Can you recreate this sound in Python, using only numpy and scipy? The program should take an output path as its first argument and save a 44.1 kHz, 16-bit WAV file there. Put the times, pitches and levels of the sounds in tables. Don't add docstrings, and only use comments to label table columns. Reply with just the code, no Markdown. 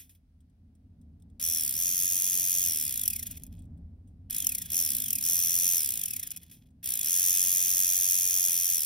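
import sys
import numpy as np
from scipy import signal
from scipy.fft import rfft, irfft, next_fast_len
from scipy.io import wavfile
from scipy.ndimage import uniform_filter1d

SR = 44100
rng = np.random.default_rng(int(sys.argv[2]) if len(sys.argv) > 2 else 0)


def bounce(signal):
    frames = np.transpose(np.atleast_2d(signal))
    limited = np.clip(frames, -1, 1)
    pcm = np.round(limited * 32767).astype(np.int16)
    wavfile.write(sys.argv[1], SR, pcm)


N = 390285


def from_db(db):
    return 10 ** (np.asarray(db) / 20)


def rms_one(x):
    return x / np.sqrt(np.mean(x ** 2) + 1e-20)


def in_time(rows, column):
    rows = np.array(rows)
    return np.interp(np.arange(N) / SR, rows[:, 0], rows[:, column])


def drift(rate):
    values = rng.standard_normal(N)
    return rms_one(np.interp(np.arange(N) / SR * rate, np.arange(N), values))


def colour(x, spectrum):
    hz, db = np.transpose(spectrum)
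    size = next_fast_len(N + 4096)
    log_hz = np.log(np.fft.rfftfreq(size, 1 / SR) + 1)
    beyond = np.abs(log_hz - np.clip(log_hz, np.log(hz[0]), np.log(hz[-1])))
    gain = from_db(np.interp(log_hz, np.log(hz), db) - 60 * beyond)
    return rms_one(irfft(rfft(x, size) * gain, size)[..., :N])


def resonate(x, modes):
    for hz, width, boost_db in modes:
        r = np.exp(-np.pi * width / SR)
        feed = np.array([1, 0, -1]) * (1 - r * r) / 2
        ring = [1, -2 * r * np.cos(2 * np.pi * hz / SR), r * r]
        peak = signal.lfilter(feed, ring, x + 1e-18)
        x = x + (from_db(boost_db) - 1) * peak
    return rms_one(x)


def ambient(spectrum, side_db):
    mid, side = rng.standard_normal((2, N))
    return colour(mid + from_db(side_db) * side * np.array([[1], [-1]]), spectrum)


# time in seconds, rumble level in dB, drone level in dB, both before a small trim.
BACKGROUND_LEVELS = [(0.3, -68.5, -62), (1.08, -59, -54.5), (2.3, -59.5, -59), (3.7, -52.5, -43.5),
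                     (4.06, -58, -52), (4.92, -56, -54), (5.06, -52.5, -60), (5.32, -59, -58.5),
                     (8.85, -65.5, -60.5)]
# frequency in Hz, relative level in dB.
DRONE_COLOUR = [(24, -27), (36, -3.5), (52, 1), (64, -6), (78, 1), (100, -9), (122, -16.5)]
RUMBLE_COLOUR = [(105, 0.5), (125, -5), (155, 0.5), (200, -5), (262, 0.5), (290, -5.5), (335, -18),
                 (420, -20)]
RUSH_COLOUR = [(250, -1.5), (400, -7), (700, -9), (1100, -25.5), (2000, -32.5), (5000, -47.5)]
HISS_COLOUR = [(500, 2), (2000, -4), (5500, -8), (7200, -14.5), (9000, -9.5), (12000, -11), (13500, -15.5),
               (16000, -11.5)]
# frequency in Hz, width in Hz, boost in dB.
ROOM_RESONANCES = [(73.7, 1.7, 8), (92, 12, 11), (143.3, 21, 3), (169.8, 5.2, 10.5), (204.6, 13, 7),
                   (229, 2.8, 8), (253.6, 6.5, 6)]


def background():
    rumble_db, drone_db = in_time(BACKGROUND_LEVELS, 1), in_time(BACKGROUND_LEVELS, 2)
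    rumble = from_db(rumble_db + 1.54) * resonate(ambient(RUMBLE_COLOUR, side_db=-19.0), ROOM_RESONANCES)
    drone = from_db(drone_db - 0.17) * resonate(ambient(DRONE_COLOUR, side_db=-31), ROOM_RESONANCES)
    rush = from_db(rumble_db - 17.0) * ambient(RUSH_COLOUR, side_db=-3.0)
    hiss = from_db(-86.0) * ambient(HISS_COLOUR, side_db=0)
    return rumble + drone + rush + hiss


def room(x, t60, wet_db):
    t = np.arange(SR // 2) / SR
    tail = rng.standard_normal((2, len(t))) * from_db(-60 * t / t60) * (t > .002)
    tail /= np.sqrt(np.sum(tail ** 2, axis=1, keepdims=True))
    return from_db(wet_db) * signal.fftconvolve(x[None], tail, axes=1)[:, :N]


def hand_scatter(x):
    pose = 2 * drift(7)
    shares = np.cos(pose), np.sin(pose)
    return sum(share * room(x, t60=.02, wet_db=-11.0) for share in shares)


# frequency in Hz, lead of the left in radians.
LEFT_LEAD = [(2200, 0), (2600, .6), (3700, .2), (5300, .1), (6000, 1.5), (6900, 2.9), (7900, 3.5),
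             (9800, 6.0), (10900, 6.5), (13200, 9.2), (16000, 11.9)]


def left_first(x):
    size = next_fast_len(N + 4096)
    lead = np.interp(np.fft.rfftfreq(size, 1 / SR), *np.transpose(LEFT_LEAD))
    both_sides = np.exp(.5j * lead * np.array([[1], [-1]]))
    return irfft(rfft(x, size) * both_sides, size)[:, :N]


# frequency in Hz, width in Hz, boost in dB.
FRAME_RESONANCES = [(1935, 210, 2), (2508, 120, 8), (3372, 192, 10), (5063, 230, 6.5), (5724, 286, 13.5),
                    (6515, 110, 8.5), (6870, 120, 12.5), (7790, 390, 11), (9430, 170, 2.5),
                    (11920, 680, 7.5), (13210, 394, 9.5), (14520, 630, 7)]


def taps(events, spectrum, level_db):
    fade, t = np.zeros(N + SR), np.arange(SR // 8) / SR
    for start, db, fading in events:
        at = max(int(start * SR), 0)
        fade[at:at + len(t)] += from_db(db + level_db) * np.exp(-t / max(fading, 1e-4))
    fade = fade[:N]
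    bursts = colour(fade * rng.standard_normal(N), spectrum)
    return np.sqrt(np.mean(fade ** 2)) * resonate(bursts, FRAME_RESONANCES)


# start in seconds, level in dB before a trim, fading time in seconds.
FINGER_TICKS = [(0.4055, -60, 0.0073), (0.4983, -66, 0.0045), (0.7517, -60.5, 0.006),
                (1.0144, -59.5, 0.006), (1.1992, -63, 0.006), (1.2226, -49.5, 0.0026),
                (1.2994, -60, 0.0041), (3.5693, -55, 0.004), (3.5912, -49.5, 0.0063), (3.621, -51, .004),
                (3.6544, -59, 0.0039), (3.7744, -64, 0.0079), (4.0744, -63, 0.018), (6.7044, -65, 0.008)]
# frequency in Hz, relative level in dB.
TICK_SPECTRUM = [(1000, -23), (2500, -18), (3500, -5), (5500, -14), (7200, -10), (8600, 7.5), (10500, -6),
                 (13000, -11), (16000, -6)]


def handling_ticks():
    return taps(FINGER_TICKS, TICK_SPECTRUM, level_db=-7.5)


# start in seconds, level in dB before a trim, fading time in seconds.
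WHEEL_SCRAPES = [(0.0, -42.5, 0.028), (.094, -52.5, 0.026), (.15, -58, 0.0092), (1.397, -32.5, 0.017),
                 (4.299, -34.5, 0.031), (6.513, -44, 0.03), (6.829, -40.5, 0.028)]
# frequency in Hz, relative level in dB.
TEETH_COLOUR = [(300, -30), (1200, -28), (2500, -21), (4200, -17.5), (5500, -12), (7000, -9), (8500, -4.5),
                (9800, 4), (12000, 1), (14000, -0.5), (15200, 3), (16000, -11.5)]
# frequency in Hz, relative level in dB.
RASP_COLOUR = [(150, -13.5), (400, -5), (700, -9), (1150, -15), (1700, -3), (2200, -2), (3000, 1),
               (4200, -1), (6000, -12), (16000, -17)]


def scrapes():
    bright = taps(WHEEL_SCRAPES, TEETH_COLOUR, level_db=-4.0)
    return bright + taps(WHEEL_SCRAPES, RASP_COLOUR, level_db=-14.0)


# start in seconds, level in dB before a trim.
TOOTH_KNOCKS = [(2.5165, -14.5), (3.035, -15.5), (3.0787, -7.5), (3.1019, -16.5), (3.3111, -23.5),
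                (3.3717, -35), (3.4356, -26.5), (3.466, -35.5), (4.308, -16.5), (4.469, -5), (4.4916, -14),
                (4.5489, -17.5), (5.1056, -10.5), (5.1303, -11.5), (5.154, -14.5), (6.1635, -20.5),
                (6.3062, -22), (6.373, -24)]


def knocks():
    events = [(start, db, .0016) for start, db in TOOTH_KNOCKS]
    return taps(events, TEETH_COLOUR, level_db=-5.0)


# closes in seconds, opens in seconds, top speed the wheel nears in turns per second,
# spin-up time in seconds, drag afterwards per second.
BATTERY_CONTACTS = [(1.394, 1.587, 82.83, .01, 2.06), (1.72, 2.639, 90.88, .04, 1.16),
                    (2.77, 2.848, 75.82, .007, 2.18), (4.296, 4.352, 62.91, .023, 2.32),
                    (4.695, 4.786, 91.17, .02, 2.0), (5.2, 5.445, 87.24, .021, 1.16),
                    (5.48, 5.754, 88.27, .04, 1.96), (6.828, 6.877, 67.37, .01, 1.82),
                    (7.02, 8.464, 90.85, .034, 1.63), (8.5, 8.746, 88.96, .037, 2.29)]
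FRICTION_TURNS_PER_S2 = 24


def wheel_speed():
    t, speed = np.arange(N) / SR, np.zeros(N)
    for closes, opens, top, spin_up, drag in BATTERY_CONTACTS:
        on, off = int(closes * SR), int(opens * SR)
        friction = FRICTION_TURNS_PER_S2 / drag
        speed[on:] = top + (speed[on] - top) * np.exp((closes - t[on:]) / spin_up)
        coasting = (speed[off] + friction) * np.exp(drag * (opens - t[off:])) - friction
        speed[off:] = np.maximum(coasting, 0)
    return speed


# speed in turns per second, tooth rattle in dB, frame rasp in dB, both before grip and trims.
LOUDNESS_BY_SPEED = [(4, -79, -82), (7.06, -78.5, -75), (13.6, -60.5, -66.5), (20.5, -41.5, -53),
                     (34.3, -33, -53), (61, -30.5, -49), (90.4, -26, -46)]
# time in seconds, extra rattle in dB, extra rasp in dB.
HAND_GRIP = [(1.45, -.5, -2), (2.0, -2, -2), (2.7, -1, -1), (3.15, -1, -1.5), (4.4, -.5, 0),
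             (5.1, 0.5, -1.5), (5.7, 1.5, 0), (6.1, -2.5, -1.5), (7.2, 1, 1.5), (8.8, 0, -0.5)]
TAKE_UP_S = .016
SILENT_BELOW = 4.3


def drive_gain(speed, column):
    law = np.array(LOUDNESS_BY_SPEED)
    level_db = np.interp(speed, law[:, 0], law[:, column]) + in_time(HAND_GRIP, column)
    gain = from_db(level_db) * (speed > SILENT_BELOW)
    r = np.exp(-1 / (TAKE_UP_S * SR))
    return signal.lfilter([1 - r], [1, -r], gain + 1e-18)


def pressure(turns, depth_db, sharpness, uneven_db):
    lobe = lambda angle: np.exp(sharpness * (np.cos(2 * np.pi * angle) - 1))
    depths = np.arange(40)
    power = np.mean(from_db(depths[:, None] * lobe(np.arange(64) / 64)) ** 2, axis=1)
    each_turn = rng.uniform(-1.3, 1.3, N)[np.round(turns).astype(int)]
    press = from_db((depth_db + uneven_db * each_turn) * lobe(turns))
    return press / np.sqrt(np.interp(depth_db, depths, power))


WHEEL_TEETH, PINION_TEETH = 70, 11


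def rotor_hum(turns, fast):
    unsteady = from_db(2.3 * drift(25))
    motor = turns * WHEEL_TEETH / PINION_TEETH
    return from_db(-67.5) * fast ** 2 * unsteady * np.sin(2 * np.pi * motor)


def tooth_contacts(turns, fast, spectrum, wear, slide_db):
    tooth = np.floor(turns * WHEEL_TEETH).astype(int)
    lands = np.diff(tooth, prepend=0) > 0
    own = rng.uniform(-1.22, 1, WHEEL_TEETH)[tooth % WHEEL_TEETH]
    clicks = lands * (wear * own + rng.uniform(-1.31, 1, N))
    clicks = clicks / np.sqrt(uniform_filter1d(clicks ** 2, size=1200) + 1e-4)
    slide = from_db(slide_db) * np.sqrt(.2 + .8 * fast) * rng.standard_normal(N)
    return resonate(colour(clicks + slide, spectrum), FRAME_RESONANCES)


# multiple of the motor speed, relative level in dB.
WHINE_TONES = [(8, -12.5), (9, -20.5), (10, -11), (11, 1), (12, -10.5), (20, -24.5), (21, -3), (22, -2),
               (23, -14.5), (33, -9)]


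def pinion_whine(turns, play, play_hz, lowest_hz):
    motor = turns * WHEEL_TEETH / PINION_TEETH
    tones = 0
    for multiple, db in WHINE_TONES:
        blurred = motor + play * drift(play_hz)
        tones = tones + from_db(db) * np.sin(2 * np.pi * round(multiple) * blurred)
    no_bass = signal.butter(6, lowest_hz, "high", fs=SR, output="sos")
    return resonate(signal.sosfilt(no_bass, tones), FRAME_RESONANCES)


WAVER_TURNS, WAVERS_PER_S = .024, 12


def gears():
    speed = wheel_speed()
    fast = np.clip(speed / 90, 0, 1)
    turns = np.cumsum(speed) / SR + WAVER_TURNS * fast ** 2 * drift(WAVERS_PER_S)
    spinning = np.clip(speed / 19, 0, 1) ** 2
    press = pressure(turns, spinning * (21.5 - 10.0 * fast ** 2), sharpness=1.66, uneven_db=1.65)
    sway = pressure(turns, spinning * np.clip(14.0 - 25.5 * fast, 0, 30), sharpness=1.0, uneven_db=-1.0)
    crawling = np.clip(1 - speed / 36, 0, .7)
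    jerks = from_db(crawling * (9 * np.clip(drift(170), -1.6, 1.6) - 4))
    rattle = from_db(-2.0 * fast) * tooth_contacts(turns, fast, TEETH_COLOUR, wear=0.81, slide_db=-3.5)
    bite = pressure(turns, 22 * spinning, sharpness=1.1, uneven_db=.6)
    singing = from_db(-16.5 + 9.77 * fast ** 6)
    whine = singing * bite * pinion_whine(turns, play=0.01, play_hz=601, lowest_hz=2040)
    rasp = from_db(-1.5) * tooth_contacts(turns, fast, RASP_COLOUR, wear=0.91, slide_db=0.0)
    mesh = drive_gain(speed, 1) * (press * rattle + whine)
    frame = drive_gain(speed, 2) * sway * rasp
    return jerks * (mesh + frame) + rotor_hum(turns, fast)


def scene():
    blender = handling_ticks() + scrapes() + knocks() + gears()
    tail = room(blender, t60=0.11, wet_db=-30.5)
    return background() + tail + hand_scatter(blender) + left_first(blender)


CUTOFF_HZ = 15900


def record(dry):
    steep = signal.ellip(10, .1, 70, CUTOFF_HZ, fs=SR, output="sos")
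    return signal.sosfiltfilt(steep, dry)


dry = scene()
out = record(dry)
bounce(out)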